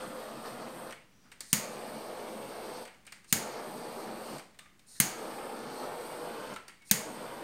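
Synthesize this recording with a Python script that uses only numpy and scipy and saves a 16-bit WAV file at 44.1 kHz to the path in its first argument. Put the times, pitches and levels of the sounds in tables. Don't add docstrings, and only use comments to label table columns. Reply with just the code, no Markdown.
import sys
import numpy as np
from scipy import signal
from scipy.fft import rfft, irfft, next_fast_len
from scipy.io import wavfile
from scipy.ndimage import uniform_filter1d, map_coordinates

SR = 44100
rng = np.random.default_rng(int(sys.argv[2]) if len(sys.argv) > 2 else 0)


def natural_amplitude(level_db):
    exponent = np.asarray(level_db, float) / 20
    return 10 ** exponent


def to_wav(sig):
    pcm = np.clip(np.atleast_2d(sig), -1, 1) * 32767
    pcm = np.round(pcm).astype(np.int16)
    wavfile.write(sys.argv[1], SR, pcm.T)


N = 327663

# (time [s], peak [dB], grip pitch [Hz], brightest pitch [Hz], top edge [dB])
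SNAPS = [
    (1.5294, -2, 3000, 8550, -21),
    (3.326, -2.5, 2190, 7580, -13),
    (5.0008, -1, 1570, 10930, -16),
    (6.912, -2, 2250, 6540, -9.5),
]
# (frequency [Hz], width [Hz], level [dB])
GRIP = [(800, 2600, -8.5), (1860, 760, 2.5), (2250, 360, 3.5), (2860, 530, -2.5)]


def unit(x):
    return x / np.sqrt(np.mean(x ** 2) + 1e-20)


def along(points, hz):
    f, v = np.transpose(points)
    return np.interp(np.log(hz + 1), np.log(f + 1), v)


def wobble(rate):
    knots = rng.standard_normal(int(N * rate / SR) + 4)
    return map_coordinates(knots, [np.arange(N) * rate / SR])


def filtered(x, response):
    m = next_fast_len(N + SR // 2)
    return irfft(rfft(x, m) * response(np.fft.rfftfreq(m, 1 / SR)), m)[:N]


def resonant(x, modes):
    def response(f):
        total = 0
        for k, (centre, width, db) in enumerate(modes):
            damping = 1j * f * width
            total = total + (-1) ** k * natural_amplitude(db) * damping / (centre * centre - f * f + damping)
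        return total
    return filtered(x, response)


def rush(spectrum, flutter_db, rate):
    turbulence = rng.standard_normal(N) * natural_amplitude(flutter_db * wobble(rate))
    return unit(filtered(turbulence, lambda hz: natural_amplitude(along(spectrum, hz))))


def gate(start, end, rise, fall):
    t = np.arange(N) / SR
    swell = 1 - np.exp(-np.clip(t - start, 0, 9) / rise)
    return swell * natural_amplitude(-60 * np.clip(t - end, 0, 9) / fall)


def played(laws, rise, fall):
    # (time [s], flame strength [dB], nozzle turned toward the microphone [dB])
    burns = [
        [(0, -45.5, 3), (.3, -43, 2.5), (.6, -44.5, 2.5), (.9, -44.5, 2)],
        [(1.75, -42, 0.5), (2.1, -42.5, -1), (2.5, -43, 0), (2.825, -40.5, -1.5)],
        [(3.55, -41, 0), (3.95, -42, 0.5), (4.37, -42, 0)],
        [(5.22, -41, 1.5), (5.7, -41.5, 0.5), (5.95, -40.5, -0.5), (6.53, -41.5, 2.5)],
        [(7.13, -42.5, 0.7), (7.43, -42, 3)],
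    ]
    # (time [s], change [dB], half length [s])
    flares = [(0.027, 6, 0.035), (0.429, -4.5, 0.028), (0.465, 6.5, 0.029), (0.628, 4, 0.016),
              (0.72, -1, 0.028), (.778, 0, .02), (2.52, 1.5, 0.031), (2.805, -3, 0.023), (3.746, -2, 0.067),
              (5.831, 2, .05)]
    usual_db, drifts_per_s = -42, 9
    t = np.arange(N) / SR
    s, strength_db, turn_db = np.transpose(sum(burns, []))
    swing = np.interp(t, s, strength_db) - usual_db
    for at, db, half in flares:
        swing = swing + db * np.exp(-((t - at) / half) ** 2)
    starts = [-1] + [row[0] for row in SNAPS]
    lit = sum(gate(start, rows[-1][0], rise, fall) for start, rows in zip(starts, burns))
    turning = np.interp(t, s, turn_db)
    return [lit * natural_amplitude(usual_db + db + follows * swing + faces * turning + drift_db * wobble(drifts_per_s))
            for db, follows, faces, drift_db in laws]


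def bursts(times, levels_db, t60s, rises, pitches_hz=None):
    out, t = np.zeros(N + SR), np.arange(SR // 4) / SR
    for k, (s, db, t60, rise) in enumerate(np.broadcast(times, levels_db, t60s, rises)):
        grit = rng.standard_normal(len(t))
        if pitches_hz is not None:
            slow = uniform_filter1d(grit + 0.37, size=40)
            grit = unit(slow * np.sin(2 * np.pi * pitches_hz[k] * t))
        shape = (1 - np.exp(-t / max(rise, 1e-4))) * natural_amplitude(db - 60 * t / max(t60, .002))
        out[round(s * SR):][:len(t)] += shape * grit
    return out[:N]


def blows(times, levels_db):
    out = np.zeros(N)
    out[np.round(times * SR).astype(int)] = natural_amplitude(levels_db)
    return out


def patchy(x, depth_db):
    z = signal.stft(x, nperseg=512)[2]
    field = uniform_filter1d(rng.standard_normal(z.shape), size=7, axis=0)
    field = uniform_filter1d(field, size=24, axis=1)
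    return signal.istft(z * natural_amplitude(depth_db * unit(field)), nperseg=512)[1][:N]


def still_air():
    # (frequency [Hz], level per Hz [dB])
    murmur = [(12, -37.5), (20, -6.5), (65, -9.5), (96, -9.5), (187, -4.5), (590, -19), (1910, -19),
              (4180, -25.5), (8890, -29.5), (13200, -44.5), (14700, -39), (16000, -38)]
    return natural_amplitude(-66) * rush(murmur, flutter_db=1.2, rate=14)


def room(x):
    # (frequency [Hz], t60 [s])
    decay = [(150, 0.23), (700, 0.48), (2000, 0.47), (7000, 0.42), (14000, 0.29)]
    wet, step = np.zeros(N + SR), SR // 3
    for at in range(0, N, step):
        hz, t, z = signal.stft(rng.standard_normal(SR // 2), SR, nperseg=256)
        fade = natural_amplitude(-60 * t / along(decay, hz)[:, None])
        tail = signal.istft(z * fade, SR, nperseg=256)[1]
        answer = signal.fftconvolve(x[at:at + step], tail / np.linalg.norm(tail))
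        wet[at:][:len(answer)] += answer
    return np.pad(wet, (260, 0))[:N]


def off_table(x):
    # (time [s], extra path [ms], share of the direct sound)
    path = [(0, 1.53, 0.28), (.45, 1.58, 0.23), (.9, 1.53, 0.13), (1.6, 1.61, 0.14), (2.85, 1.95, 0.1),
            (3.4, 4.3, 0.054), (4.4, 5.9, 0.1), (5.05, 2.44, 0.16), (6.1, 2.1, 0.18), (6.3, 1.97, 0.29),
            (6.95, 1.93, 0.16), (7.43, 2, .21)]
    s, path_ms, share = np.transpose(path)
    n = np.arange(N)
    lag = np.interp(n / SR, s, path_ms) * SR / 1e3
    share = np.clip(np.interp(n / SR, s, share), 0, .6)
    return (x + share * np.interp(n - lag, n, x)) / np.hypot(1, share)


def rings():
    # (time [s], pitch [Hz], level [dB], t60 [s], blur [Hz])
    tones = [(1.115, 5800, -67, 0.86, 130), (1.2, 4950, -69.5, 0.78, 216), (1.251, 1366, -58, .17, 185),
             (1.41, 5070, -65, .4, 900), (1.43, 1800, -57, 0.3, 240), (3.076, 2440, -44, 0.049, 250),
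             (3.13, 2020, -50, .2, 200), (3.13, 4600, -61.5, .25, 200), (3.135, 6900, -65, .2, 300),
             (3.28, 4300, -60, .3, 250), (3.305, 2640, -54, .1, 150), (4.592, 1214, -57, 0.32, 25),
             (4.592, 3560, -51, .1, 40), (4.6, 2010, -58.5, 0.34, 171.3), (4.77, 8700, -77, .3, 400),
             (4.95, 1760, -55, .16, 278), (4.949, 3920, -54, 0.13, 277.8),
             (6.563, 1292, -33.5, 0.056, 138.9), (6.682, 4600, -55, 0.11, 27.78),
             (6.81, 2250, -53, 0.13, 40), (6.894, 2550, -45.5, 0.12, 138.9)]
    out, t = np.zeros(N + SR), np.arange(SR // 2) / SR
    for s, hz, db, t60, blur_hz in tones:
        drift = np.cumsum(rng.standard_normal(len(t))) * np.sqrt(2 * np.pi * abs(blur_hz) / SR)
        shape = natural_amplitude(db - 60 * t / t60) * (1 - np.exp(-t / (0.036 * t60)))
        out[round(s * SR):][:len(t)] += shape * np.sin(2 * np.pi * hz * t + drift)
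    return out[:N]


def trigger():
    # (time [s], peak [dB], low knock [dB], ping [Hz])
    ticks = [(0.9073, -39, 0, 5770), (0.923, -38.5, 5, 4200), (1.316, -42, 2.5, 3800),
             (1.323, -44.5, -12, 8700), (1.4052, -25.5, -13, 4580), (2.851, -39, 1, 4410),
             (2.875, -44, 5, 3130), (2.9424, -51, 0.5, 4600), (3.05, -49, -6, 8600),
             (3.0661, -39, -9, 9130), (3.0724, -47.5, 5.5, 3700), (3.1216, -34, -4.5, 4650),
             (3.1774, -51, -2, 4700), (3.243, -46.5, -3, 8600), (4.382, -36, -6.5, 8600),
             (4.394, -40, 0, 4600), (4.42, -51, 2, 4300), (4.5431, -52.5, -1, 3890),
             (4.5886, -36, -4.5, 3610), (4.655, -55.5, 8, 3500), (4.7923, -48, -6, 3630),
             (6.537, -37, -20.5, 6900), (6.56, -36, 2.5, 3750), (6.6803, -35.5, -3.5, 4570),
             (6.6942, -46, 4.5, 8700), (6.8192, -49.5, -1, 3800)]
    # (frequency [Hz], width [Hz], level [dB])
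    lever = [(4360, 1300, -2.5), (6900, 2200, -3.5), (8650, 790, 2), (13500, 4000, -16)]
    s, db, knock_db, ping_hz = np.transpose(ticks)
    t60 = 0.033
    rise = 0.00079 * natural_amplitude(np.clip(-db - 42, 0, 16))
    tick = resonant(bursts(s, db + 1.5, t60, rise), lever)
    tick += bursts(s, db - 14.5, 1.2 * t60, rise, ping_hz)
    knock = resonant(bursts(s + 0.001177, db + knock_db + 7.5, 1.36 * t60, 0.72 * rise), GRIP)
    spread = resonant(blows(s, db + 15.0), lever) + resonant(blows(s, db + knock_db + 24.0), GRIP)
    return tick + knock, spread


def cold_gas():
    # (valve opens [s], hiss at the spark [dB], swell [dB/s])
    openings = [
        (1.43, -58, 108),
        (3.282, -56, 102),
        (4.874, -58, 15),
        (6.856, -57, 130),
    ]
    # (frequency [Hz], level per Hz [dB])
    leak = [(1760, -64.5), (3000, -28), (3200, -38.5), (3570, -11), (4140, -2), (5800, -4.5), (6810, -3),
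            (7830, -5), (9140, 4.5), (9600, -3), (10500, -10), (11400, -16), (13300, -10), (16000, -36.5)]
    t, flow = np.arange(N) / SR, 0
    for (opens, db, swell), snap in zip(openings, SNAPS):
        peak = snap[0] - 0.014
        valve = gate(opens - .012, peak, rise=0.016, fall=.063)
        flow = flow + valve * natural_amplitude(db + swell * np.clip(t - peak, -.2, 0))
    return natural_amplitude(3.5) * flow * rush(leak, flutter_db=.7, rate=200)


def jet():
    # (frequency [Hz], level per Hz [dB])
    low_hiss = [(1060, -6.5), (1800, -15.5), (1990, -0.5), (2160, 0.5), (2470, -2), (3750, -4.5),
                (4880, -47.5), (8250, -120)]
    barrel_hiss = [(2180, -23.5), (3700, -9.5), (4010, 0), (4520, 2), (5330, -4), (6900, -8.5),
                   (8970, -48.5), (15200, -120)]
    nozzle_hiss = [(4000, -36), (6800, -27.5), (7150, -13), (8160, -1.5), (8710, 2), (10200, -11),
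                   (13700, -7), (14300, -11.5), (16000, -33)]
    laws = [(-14.5, 0.7, .4, -0.1), (-17.5, 0.86, .1, 1.5), (-15, 0.27, .1, -1.5)]
    low, barrel, whistle = played(laws, rise=0.027, fall=.16)
    near = off_table(low * rush(low_hiss, flutter_db=2.0, rate=120))
    near = near + barrel * rush(barrel_hiss, flutter_db=1.0, rate=50)
    near = near + whistle * rush(nozzle_hiss, flutter_db=1.0, rate=300)
    return natural_amplitude(-0.6) * patchy(near, depth_db=.9)


def flame():
    # (frequency [Hz], level per Hz [dB])
    rumble_noise = [(35, -52), (60, -33), (102, -31), (129, -9), (161, -8), (220, 1.5), (283, -2.5),
                    (323, 2), (380, -11), (490, -17), (840, -120)]
    roar_noise = [(210, -49), (360, -7.5), (464, -3), (502, -5), (545, -5.5), (594, -4.5), (689, -5.5),
                  (903, -6.5), (960, -13), (1250, -30), (2110, -120)]
    edge_noise = [(550, -39), (940, -3), (1240, -2.5), (1350, -5), (1850, -10), (2400, -51), (4070, -120)]
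    # (frequency [Hz], width [Hz], level [dB])
    standing = [(136, 17, -3), (228, 22, -7.5), (323, 16, -15.5), (512, 14, 2), (604, 13, -9.5)]
    laws = [(-7.5, 0, 0.1, 2.5), (-1.72, 0.8, -0.5, 0.52), (-8, 1.34, 1, 0.5)]
    rumble, roar, edge = played(laws, rise=0.015, fall=0.084)
    puffs = natural_amplitude(-1.5 + .7 * wobble(25))
    low = rumble * rush(rumble_noise, flutter_db=1.0, rate=55)
    low = low + roar * rush(roar_noise, flutter_db=1.0, rate=160)
    low = low + sum(resonant(low, [mode]) for mode in standing)
    rough = edge * rush(edge_noise, flutter_db=1, rate=120)
    return natural_amplitude(-1.0) * puffs * off_table(low + rough)


def igniter():
    # (frequency [Hz], width [Hz], level [dB])
    shell = [(4360, 1300, -4), (6210, 750, 1.5), (8800, 1400, 1.5), (11300, 500, -5), (14000, 1500, 1.5),
             (14030, 300, -3)]
    cap = [(14100, 1800, -0.5)]
    tank = [(133.3, 39, -2.5), (221, 53, 1.5), (45, 180, -18.5)]
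    roomward = [(4600, 1000, -6), (6690, 570, 1.5), (8950, 930, -2.5), (11200, 1500, -7),
                (14200, 3200, -8.5)]
    s, db, grip_hz, bright_hz, edge_db = np.transpose(SNAPS)
    grip_db = db - 21
    crack = bursts(s - .0003, db + 3, 0.01, 0.001)
    crack += bursts(s + 0.0033, db - 10, 0.032, 0.0019)
    knock = bursts(s - .0003, grip_db + 16, 0.028, 0.0018)
    ping = bursts(s, db - 3.5, 0.0085, 0.0011, bright_hz)
    ping += resonant(bursts(s, db + edge_db + 11.5, 0.017, 0.00092), cap)
    ping += bursts(s, grip_db + 5.5, 0.0092, .0008, grip_hz)
    push, t = np.zeros(N), np.arange(N) / SR
    for at, level in zip(s + .0002, db - 7.5):
        push -= natural_amplitude(level) * np.exp(-((t - at) / 0.00038) ** 2)
    thump = resonant(push, tank)
    spread = resonant(blows(s, db + 11.5), roomward) + resonant(blows(s, grip_db + 29.5), GRIP)
    spread += natural_amplitude(-3.0) * thump
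    return resonant(crack, shell) + resonant(knock, GRIP[1:]) + ping + thump, spread


def scene():
    snap, snap_spread = igniter()
    tick, tick_spread = trigger()
    gas = flame() + jet() + cold_gas() + rings()
    answer = room(natural_amplitude(-5) * gas + snap_spread + tick_spread)
    return (gas + snap + tick + answer + still_air())[None]


def band_limit(x):
    return signal.sosfilt(signal.butter(12, 16820, fs=SR, output="sos"), x)


def record(dry):
    top_hz = 15850
    hissy = dry[0] + natural_amplitude(-76.0) * rng.standard_normal(N)
    dulled = filtered(hissy, lambda hz: 1 / (1 + (hz / top_hz) ** 300))
    finished = dulled - .0005
    return band_limit(finished[None])


dry = scene()
out = record(dry)
to_wav(out)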